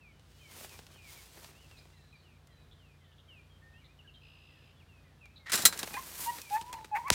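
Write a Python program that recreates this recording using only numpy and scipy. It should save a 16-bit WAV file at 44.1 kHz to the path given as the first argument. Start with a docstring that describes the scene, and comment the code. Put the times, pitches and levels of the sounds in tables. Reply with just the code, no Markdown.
"""A field of tall grass, with songbirds and an idling engine far off. A young pointer creeps in,
blades swishing and stems snapping. A spring launcher scrapes off its latch and slams open, its sheet
steel ringing; the thrown bird claps away on its wings, and the dog lunges through the grass with thin
whines that break into yips. At the very end a blank pistol cracks and the grass scatters it as hiss."""
import sys
import numpy as np
from scipy import signal
from scipy.fft import rfft, irfft, next_fast_len
from scipy.io import wavfile
from scipy.ndimage import map_coordinates

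SR = 44100
rng = np.random.default_rng(int(sys.argv[2]) if len(sys.argv) > 2 else 0)


def generate_wav(signal):
    """Clip the signal to [-1, 1] and save it as 16-bit WAV at the path in sys.argv[1]."""
    frames = np.transpose(np.atleast_2d(signal))
    scaled = np.clip(frames, -1, 1) * 32767
    pcm = np.round(scaled).astype(np.int16)
    wavfile.write(sys.argv[1], SR, pcm)


N = 315125
T = np.arange(N) / SR

# hits of the launcher's latch, doors and frame: t/s, relative level/dB, t60/s, tilt/(dB per octave)
LAUNCHER_HITS = [(5.459, -57.5, 0.054, -6.5), (5.4951, -38.5, .07, -3.5), (5.519, -26.5, 0.081, 0),
                 (5.532, -23, 0.15, -1.5), (5.554, -25.5, 0.058, 2.5), (5.575, -32, 0.34, -0.5),
                 (5.620, -32.5, 0.062, 0.5), (5.6523, -11, 0.078, 2.14), (5.7243, -36.5, 0.098, -3.5),
                 (5.79, -33.5, 0.067, -0.5)]
# ringing modes of its sheet steel and frame: f/Hz, width/Hz, gain/dB
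STEEL_MODES = [(1353, 24, -6), (1500, 16, -3), (1593, 13, 1), (1655, 15, 1), (1850, 30, -4),
               (1955, 30, -1.5), (2820, 27, -1.5), (3820, 26, 2), (3992, 22, 4), (4105, 20, 5),
               (5170, 30, 1.5), (5610, 22, 3), (6270, 28, -1.5), (7240, 32, 1), (7270, 35, 0),
               (7630, 30, 4.5), (7729, 22, -1), (8040, 35, -3), (9010, 40, 3), (9160, 35, 3),
               (9870, 35, 1.5), (11000, 35, 1.5), (11600, 40, -2), (12615, 32, 2), (14960, 40, 3),
               (14950, 40, 4), (15100, 55, 2)]
# tone of steel on steel and of the sliding latch: f/Hz, level/dB
CLANG_EQ = [(59, -41), (100, -12), (547, -13.5), (768, -14), (1330, -2.5), (1830, -4.5), (2690, -6),
            (3700, -3), (6700, -4), (7450, -2.5), (13200, -9.5), (15000, -9), (16000, -18.5)]
LATCH_EQ = [(500, -23), (1100, -11), (1900, 4.5), (2700, -10), (4200, -12), (7000, -22), (16000, -38)]

# tone of the pistol's blast, its bounce off the turf and its scatter from the grass: f/Hz, level/dB
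BLAST_EQ = [(40, -21), (150, -16), (500, -1.5), (1900, -1), (4000, -4), (8000, -7), (11000, -12),
            (16000, -21)]
BOUNCE_EQ = [(40, 1), (100, 1.5), (220, -2.5), (500, -20), (1000, -25), (3000, -37), (16000, -53)]
SCATTER_EQ = [(100, -9), (1000, -5), (3300, 0), (6200, 1.5), (9000, -2.5), (12000, -13), (16000, -15)]

# the dog's whimpers: t/s, time to the break/s, start f/Hz, end f/Hz, yip f/Hz, whine level/dB,
# yip level/dB, yip t60/s, second partial/dB, third partial/dB, rasp/(0 to 1)
WHIMPERS = [(5.925, 0.039, 833, 815, 1040, -45.5, -32, 0.13, -2, 3, 0.42),
            (6.255, 0.048, 918, 958, 965, -30.5, -38, 0.12, -10.5, -21.5, 0.08),
            (6.503, 0.063, 800, 875, 940, -28, -33.5, 0.16, -10.5, -23.5, 0.24),
            (6.62, 0.11, 927, 1015, 888, -47.5, -37, 0.18, -18, -30, 0.33),
            (6.745, 0.0374, 927, 1010, 875, -49, -45, 0.24, -17, -18, 0.3),
            (6.911, 0.047, 854, 835, 938, -29, -33, 0.23, -17, -26, 0.87),
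            (7.035, 0.046, 952, 1169, 954, -36.5, -37, 0.21, -5, -34, 0.75)]
# tone of the rasp in its voice: f/Hz, level/dB
RASP_EQ = [(500, -48), (800, 7), (1000, -3), (1800, 0), (2600, -1.5), (3000, -25), (5000, -28.5)]

# wing claps: t/s, relative level/dB, tilt/(dB per octave)
WINGBEATS = [(5.775, -38.5, 3), (5.830, -28, -1.5), (5.874, -38.5, -3), (5.94, -36.5, -2), (6.384, -40, -2),
             (6.499, -47.5, -1), (6.612, -40, -1), (6.728, -37, -0.5), (6.845, -43.5, -2)]
# tone of a clap: f/Hz, level/dB
CLAP_EQ = [(100, -7), (350, -4.5), (800, -7.5), (1800, -3), (4000, -3.5), (8000, -6.5), (16000, -19)]

# the dog's strides, creeping then lunging: peak t/s, swish level/dB, crunch level/dB, rise/s, fade/s
STRIDES = [(.43, -66.5, -88, 0.23, 0.094), (0.561, -51.5, -59.5, 0.074, 0.15),
           (.645, -52, -60, 0.083, 0.037), (.755, -57, -65.5, 0.072, 0.099), (.95, -61, -64, 0.071, 0.086),
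           (1.125, -53, -67, 0.067, 0.21), (1.44, -54, -59.5, 0.098, 0.08), (1.76, -65.5, -69, 0.24, 0.26),
           (5.94, -48, -55, 0.23, 0.19), (6.13, -48, -61, 0.14, .13), (6.25, -39.5, -57, 0.082, .035),
           (6.37, -48, -58, 0.095, 0.12), (6.545, -47, -60, 0.052, 0.061), (6.75, -60, -61, 0.096, 0.18),
           (6.97, -57, -60.5, 0.018, 0.13)]
# stems snapping: t/s, peak level/dB, tilt/(dB per octave)
SNAPS = [(0.196, -46.5, -1), (.646, -32, -5), (.694, -34, 2.5), (.791, -31.5, -6), (.867, -34.5, -0.5),
         (1.445, -30, -2.5), (1.713, -38.5, -3.5), (1.855, -42, -6), (2.472, -43, 3), (5.257, -38.5, -2.5),
         (6.417, -23.5, 7), (7.082, -29, 5)]
# tone of a fast brush, a duller slow brush, stalks underfoot and a snapping stem: f/Hz, level/dB
FAST_SWISH_EQ = [(180, -25.5), (300, -6.5), (392, -6.5), (470, -14.5), (1010, 2), (1140, -2), (1580, -3),
                 (2880, -3.5), (15000, 2), (16000, -11)]
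SLOW_SWISH_EQ = [(180, -26), (350, 2.5), (700, -5.5), (1200, -7.5), (2500, 0.5), (4500, 0), (9000, -7),
                 (12500, -22), (16000, -12)]
CRUNCH_EQ = [(60, -9.5), (180, 2), (550, -0.5), (1200, -4), (2500, -8), (6000, -38)]
STEM_EQ = [(150, -13), (400, -3), (900, -0.5), (1800, -1.5), (4500, 2.5), (8000, -6), (16000, -15)]

# songbird whistles: t/s, length/s, start f/Hz, end f/Hz, level/dB
WHISTLES = [(0, .13, 2810, 2170, -64.5), (.387, 0.18, 3120, 3040, -68), (0.402, 0.14, 2600, 2050, -65),
            (0.691, 0.078, 2630, 2320, -64), (0.936, .1, 3380, 2480, -68), (0.974, .06, 2520, 2390, -64),
            (1.028, 0.084, 2505, 2090, -61), (1.164, 0.042, 2390, 2150, -61.5),
            (1.536, .077, 2420, 3000, -69), (1.61, 0.057, 3100, 2560, -67), (1.699, .13, 2900, 2330, -68),
            (2.124, 0.046, 2560, 2275, -63.5), (2.225, 0.17, 3250, 2290, -72.5),
            (1.784, .022, 5100, 4900, -66), (2.148, 0.1, 4720, 4250, -77), (2.512, 0.15, 4080, 3880, -75.5),
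            (3.493, 0.087, 3260, 3190, -74.5), (3.811, 0.05, 2460, 1950, -71.5),
            (3.879, .05, 2320, 2540, -71), (4.763, .045, 3460, 3300, -74), (2.779, .17, 3410, 2330, -72),
            (3.275, 0.15, 3320, 2316, -62), (3.61, 0.18, 1810, 1837, -65), (3.732, 0.082, 2490, 2960, -68),
            (3.988, 0.0273, 3030, 2640, -61), (4.043, 0.03, 1717, 1564, -67.5),
            (4.073, 0.03, 3100, 2630, -59), (4.14, 0.049, 3260, 3060, -63.5),
            (4.798, 0.038, 3020, 2120, -68), (4.877, .13, 2890, 2470, -69.5),
            (5.207, 0.074, 2704, 2256, -60.5), (5.386, 0.1, 2250, 2020, -71), (6.407, 0.1, 2625, 2275, -59),
            (6.74, 0.11, 4350, 3860, -72)]
# raspy chips: t/s, centre f/Hz, level/dB
CHIPS = [(1.77, 4140, -63.5), (2.711, 3590, -64), (3.043, 3430, -72), (3.114, 3130, -68.5),
         (3.181, 3400, -65), (3.842, 3840, -65), (4.138, 3770, -66.5), (5.359, 3950, -58.5)]
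# one far bird repeating a low note: t/s
FAR_CALL_TIMES = [1.92, 2.461, 2.997, 4.48, 5.03]
# bands of one long bird buzz: centre f/Hz, swing either way/Hz, level/dB, fade/(dB per s)
BUZZ_BANDS = [(2726, 240, -66.5, 15), (3490, 900, -73.5, 9), (4980, 220, -79, 6)]

# soft low bumps: t/s, level/dB
BUMPS = [(1.71, -51.5), (2.649, -51)]
# tone of a bump: f/Hz, level/dB
BUMP_EQ = [(25, -14), (55, 7), (110, -1), (200, -18), (500, -55)]
# the engine's hum: multiple of the firing rate, level/dB
ENGINE_HARMONICS = [(4, -68.5), (5, -83.5), (6, -66), (8, -75.5), (9, -82.5), (10, -68.5), (11, -81),
                    (12, -84)]
# tone of the outdoor air: f/Hz, level/dB
AIR_EQ = [(15, -39), (25, -22.5), (61, 0), (92, -4), (157, -6), (200, -9.5), (317, -13.5), (1020, -20),
          (1230, -19.5), (1940, -22.5), (2550, -25.5), (3430, -24), (6740, -34), (14800, -39.5),
          (16000, -43.5)]


def launcher():
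    """The latch scrapes along its catch, then each hit of chattering steel sets sheet and frame ringing."""
    chatter, t = np.zeros(N), T[:SR // 3]
    for s, db, t60, tilt_db in LAUNCHER_HITS:
        contacts = rng.standard_normal(len(t)) * amp(0.52 * drift(len(t), 900))
        envelope = (1 - np.exp(-t / 0.00027)) * amp(-60 * np.maximum(t - .005, 0) / t60)
        add(chatter, s, amp(db) * envelope * colour(contacts, CLANG_EQ, tilt_db, knee_hz=1600))
    ring = sum(amp(db) * signal.lfilter(*signal.iirpeak(hz, hz / width, SR), chatter)
               for hz, width, db in STEEL_MODES)
    scrape_at, scrape_s, ramp_s = 5.457, .068, 0.006
    sliding = np.clip(np.minimum(T - scrape_at, scrape_at + scrape_s - T) / ramp_s, 0, 1)
    scrape = amp(-47) * sliding * colour(grains(per_s=4600, spread_db=3), LATCH_EQ)
    return amp(-2) * chatter + amp(-3) * ring + scrape


def pistol():
    """One sharp blast, a dull bounce off the ground, then hiss scattered by the grass near and far."""
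    shot_at = 7.1031
    out, blast = np.zeros(N), click(BLAST_EQ)
    start, since = shot_at - len(blast) / 2 / SR, T - shot_at
    add(out, start, amp(5) * blast)
    add(out, start + .0095, amp(-17.5) * click(BOUNCE_EQ))
    near = amp(-27 - 60 * abs(since) / 0.023) * (since > 0)
    far = amp(-30) * swell(shot_at + 0.031, rise_s=.015, fade_s=0.022) * (since > 0.0096)
    return out + (near + far) * colour(rng.standard_normal(N), SCATTER_EQ)


def dog():
    """A thin whine breaks into a yip with overtones and a hoarse rasp, then trails off quavering."""
    break_s, trail_s, quaver_per_s = .004, 0.15, 131.2
    rasp_s, rasp_lag_s, mouth_open_s = 0.015, 0.0097, 0.019
    out, hoarse = np.zeros(N), colour(rng.standard_normal(N), RASP_EQ)
    for s, length, first, last, yip_hz, whine_db, yip_db, t60, second_db, third_db, rasp in WHIMPERS:
        t = T[:int((length + trail_s) * SR)]
        progress, since_break = np.minimum(t / length, 1), np.maximum(t - length, 0)
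        broken = 1 - np.exp(-since_break / break_s)  # crossfade from whine to yip
        quaver_hz = yip_hz * (1 + 0.031 * drift(len(t), quaver_per_s))
        hz = first + (last - first) * progress + (quaver_hz - last) * broken
        arch_db = whine_db - 30 * (progress - 0.79) ** 2  # the whine peaks late
        trail_db = yip_db - 60 * since_break / t60 + 4 * drift(len(t), quaver_per_s)
        envelope = amp(arch_db + (trail_db - arch_db) * broken) * signal.windows.tukey(len(t), .05)
        rough = rasp * np.exp(-((t - length - rasp_lag_s) / rasp_s) ** 2)
        # the mouth opens around the break and lets the second partial out; the third drops after it
        mouth = np.exp(-((t - length) / mouth_open_s) ** 2)
        second = amp(second_db - 17 * (1 - mouth))
        third = amp(third_db - 36 * broken)
        jitter = (0.0033 + 0.068 * rough) * drift(len(t), 1200)
        phase = 2 * np.pi * np.cumsum(hz * (1 + jitter)) / SR
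        voice = np.sqrt(2) * (np.sin(phase) + second * np.sin(2 * phase) + third * np.sin(3 * phase))
        add(out, s, envelope * (voice * (1 - rough / 2) + rough * np.interp(s + t, T, hoarse)))
    return meadow(out, wet_db=-18, t60=0.39)


def wings():
    """The wings slap together at the top of each stroke; a softer flick of feathers follows."""
    out, t = np.zeros(N), T[:SR // 12]
    for s, db, tilt_db in WINGBEATS:
        for delay, layer_db, t60 in [(0, 3, 0.028), (.011, -5.5, 0.021)]:  # slap, flick
            envelope = (1 - np.exp(-t / 0.00029)) * amp(-60 * t / t60)
            feathers = colour(rng.standard_normal(len(t)), CLAP_EQ, tilt_db)
            add(out, s + delay, amp(db + layer_db) * envelope * feathers)
    return out


def grass():
    """Blades brush in a fine crackle that brightens with speed, and stalks crunch underfoot."""
    pushes = [(swish_db, crunch_db, swell(s, rise, fade))
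              for s, swish_db, crunch_db, rise, fade in STRIDES]
    # the launcher shakes the turf until it comes to rest
    jolt = swell(5.55, rise_s=0.012, fade_s=0.21) * (T < 5.87)
    pushes.append((-44.5, -42, jolt))
    speed = np.sqrt(sum((amp(db) * push) ** 2 for db, _, push in pushes))
    weight = np.sqrt(sum((amp(db) * push) ** 2 for _, db, push in pushes))
    blades = unit(grains(per_s=8000, spread_db=3) + 0.94 * rng.standard_normal(N))
    bright = np.clip(np.sqrt(speed / amp(-43.5)), 0, 1)
    swish = bright * colour(blades, FAST_SWISH_EQ) + (1 - bright) * colour(blades, SLOW_SWISH_EQ)
    swish *= amp(1.4 * drift(N, 60))
    crunch = colour(grains(per_s=2500, spread_db=5), CRUNCH_EQ) * amp(2 * drift(N, 45))
    return swish * speed + crunch * weight


def stems():
    """Single stems snap: a hard click with a short noisy tail."""
    out, t = np.zeros(N), T[:SR // 20]
    for s, db, tilt_db in SNAPS:
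        pulse = click(STEM_EQ, tilt_db)
        add(out, s - len(pulse) / 2 / SR, amp(db) * pulse)
        tail = colour(rng.standard_normal(len(t)), STEM_EQ, tilt_db)
        add(out, s, amp(db - 17.5 - 60 * t / 0.034) * tail)
    return out


def songbirds():
    """Pure whistles, chips and buzzes made of repeated down-sweeps, and a faint chorus beyond."""
    out = np.zeros(N)
    for s, length, first_hz, last_hz, db in WHISTLES:
        add(out, s, amp(db) * whistle(length, first_hz, last_hz))
    for s, centre_hz, db in CHIPS:
        add(out, s, amp(db) * trill(.029, centre_hz, swing_hz=460, per_s=120))
    for s in FAR_CALL_TIMES:
        add(out, s, amp(-77.5) * whistle(0.17, first_hz=2180, last_hz=1680))
    for centre_hz, swing_hz, db, fade in BUZZ_BANDS:
        add(out, 4.195, amp(db) * trill(0.55, centre_hz, swing_hz, per_s=59, fade_db_per_s=fade))
    add(out, 1.92, amp(-75.5) * trill(0.33, centre_hz=3980, swing_hz=220, per_s=27))  # one slow trill
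    chorus_notes, low_hz, high_hz, longest_s = 34, 2266, 3460, 0.16
    for k, (when, span, height, fall) in enumerate(rng.random((chorus_notes, 4))):
        hz = low_hz + (high_hz - low_hz) * height
        note = whistle(longest_s * (1 + span) / 2, hz, hz * (1 - .17 * fall))
        add(out, (k + when) / chorus_notes * T[-1], amp(-78.5) * note)
    return meadow(out, wet_db=-8, t60=.45)


def whistle(length, first_hz, last_hz):
    """One pure bird note that glides fast at first, then levels off and fades; rms 1."""
    settle_s, fade_db = .1, 3.5
    progress = np.linspace(0, 1, int(length * SR))
    glide = np.expm1(-progress * length / settle_s) / np.expm1(-length / settle_s)
    hz = (first_hz + (last_hz - first_hz) * glide) * (1 + 0.0041 * drift(len(progress), 160))
    level_db = 2 * drift(len(progress), 50) - fade_db * progress
    envelope = signal.windows.tukey(len(progress), .28) * amp(level_db)
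    return unit(envelope * np.sin(2 * np.pi * np.cumsum(hz) / SR))


def trill(length, centre_hz, swing_hz, per_s, fade_db_per_s=0):
    """A bird's run of quick down-sweeps, each one a pulse; rms 1."""
    t = T[:int(length * SR)]
    cycle = (t * per_s) % 1
    hz = centre_hz + swing_hz * (1 - 2 * cycle + 0.45 * drift(len(t), 900))
    envelope = signal.windows.tukey(len(t), .15) * np.sin(np.pi * cycle) * amp(-fade_db_per_s * t)
    return unit(envelope * np.sin(2 * np.pi * np.cumsum(hz) / SR))


def bumps():
    """Short dull thuds, low in the mix."""
    out, t = np.zeros(N), T[:SR // 4]
    for s, db in BUMPS:
        envelope = amp(db - 60 * t / 0.3) * (1 - np.exp(-t / 0.0049))
        add(out, s, envelope * colour(rng.standard_normal(len(t)), BUMP_EQ))
    return out


def engine():
    """A far engine throbs at idle: harmonics of a slightly uneven firing rate."""
    out, firing_hz = np.zeros(N), 14.5
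    firings = np.cumsum(firing_hz * (1 + 0.01016 * drift(N, 3.7))) / SR
    for multiple, db in ENGINE_HARMONICS:
        gain = np.sqrt(2) * amp(db + 1.9 * drift(N, 3.3))
        out += gain * np.sin(2 * np.pi * (multiple * firings + rng.random()))
    return out


def air():
    """A gently wavering bed of outdoor air, its level set by the part above the rumble."""
    bed = colour(rng.standard_normal(N), AIR_EQ)
    above_rumble = signal.sosfilt(signal.butter(4, 300, "high", fs=SR, output="sos"), bed)
    return bed * amp(-68.5 + .5 * drift(N, 6.5)) / above_rumble.std()


def meadow(x, wet_db, t60):
    """Adds a diffuse reverb tail from grass and far trees."""
    t = T[:SR // 2]
    tail = rng.standard_normal(len(t)) * amp(-60 * t / t60) * (t > .008)
    return x + amp(wet_db) * signal.oaconvolve(x, tail / np.linalg.norm(tail))[:N]


def amp(db):
    """Decibels to gain."""
    return 10 ** (np.asarray(db) / 20)


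def unit(x):
    """Scales to rms 1."""
    return x / np.sqrt(np.mean(x ** 2) + 1e-20)


def add(mix, s, sound):
    """Lays a sound into the mix at s seconds."""
    part = mix[max(round(s * SR), 0):][:len(sound)]
    part += sound[:len(part)]


def colour(x, eq, tilt_db=0, knee_hz=400):
    """Shapes x with an EQ curve, tilted by dB per octave above the knee; rms 1."""
    size = next_fast_len(len(x))
    octave = np.log2(np.fft.rfftfreq(size, 1 / SR) + 1)
    hz, db = np.transpose(eq)
    gain = amp(np.interp(octave, np.log2(hz + 1), db) + tilt_db * np.maximum(octave, np.log2(knee_hz)))
    return unit(irfft(rfft(x, size) * gain, size)[:len(x)])


def drift(size, per_s):
    """A random modulator that glides to a new value per_s times a second."""
    knots = rng.standard_normal(4096)
    return map_coordinates(knots, [np.arange(size) * per_s / SR], order=1, mode="wrap")


def grains(per_s, spread_db):
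    """A crackle of random clicks, mostly small and a few large; rms 1."""
    clicks = rng.standard_normal(N) * (rng.random(N) < per_s / SR)
    return unit(clicks * amp(spread_db * np.minimum(rng.exponential(1, N), 4)))


def click(eq, tilt_db=0, size=2048):
    """One coloured pressure pulse of peak 1, centred in its window."""
    pulse = colour(signal.unit_impulse(size, "mid"), eq, tilt_db)
    return pulse / abs(pulse).max()


def swell(s, rise_s, fade_s):
    """An envelope that grows smoothly to 1 at time s, then dies away."""
    return np.exp(-np.where(T < s, ((s - T) / rise_s) ** 2, (T - s) / fade_s))


def scene():
    """The action over the field's ambience, in mono."""
    ambience = air() + engine() + bumps() + songbirds()
    return (ambience + grass() + stems() + launcher() + wings() + dog() + pistol())[None]


def record(dry):
    """The microphone's filters delay the lows more than the highs, cut the rumble and trim the top."""
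    low_cut_hz, high_cut_hz = 34, 16200
    size = next_fast_len(N + SR)
    hz = np.fft.rfftfreq(size, 1 / SR)
    lag = np.exp(-2j * np.pi * 1.1 * np.log((hz + 60) / (hz + 6000)))
    heard = irfft(rfft(dry, size) * lag, size)[:, :N]
    heard = signal.sosfilt(signal.butter(3, low_cut_hz, "high", fs=SR, output="sos"), heard)
    high_cut = signal.firwin(511, high_cut_hz, window=("kaiser", 9), fs=SR)
    return signal.oaconvolve(heard, high_cut[None], "same")


dry = scene()
out = record(dry)
generate_wav(out)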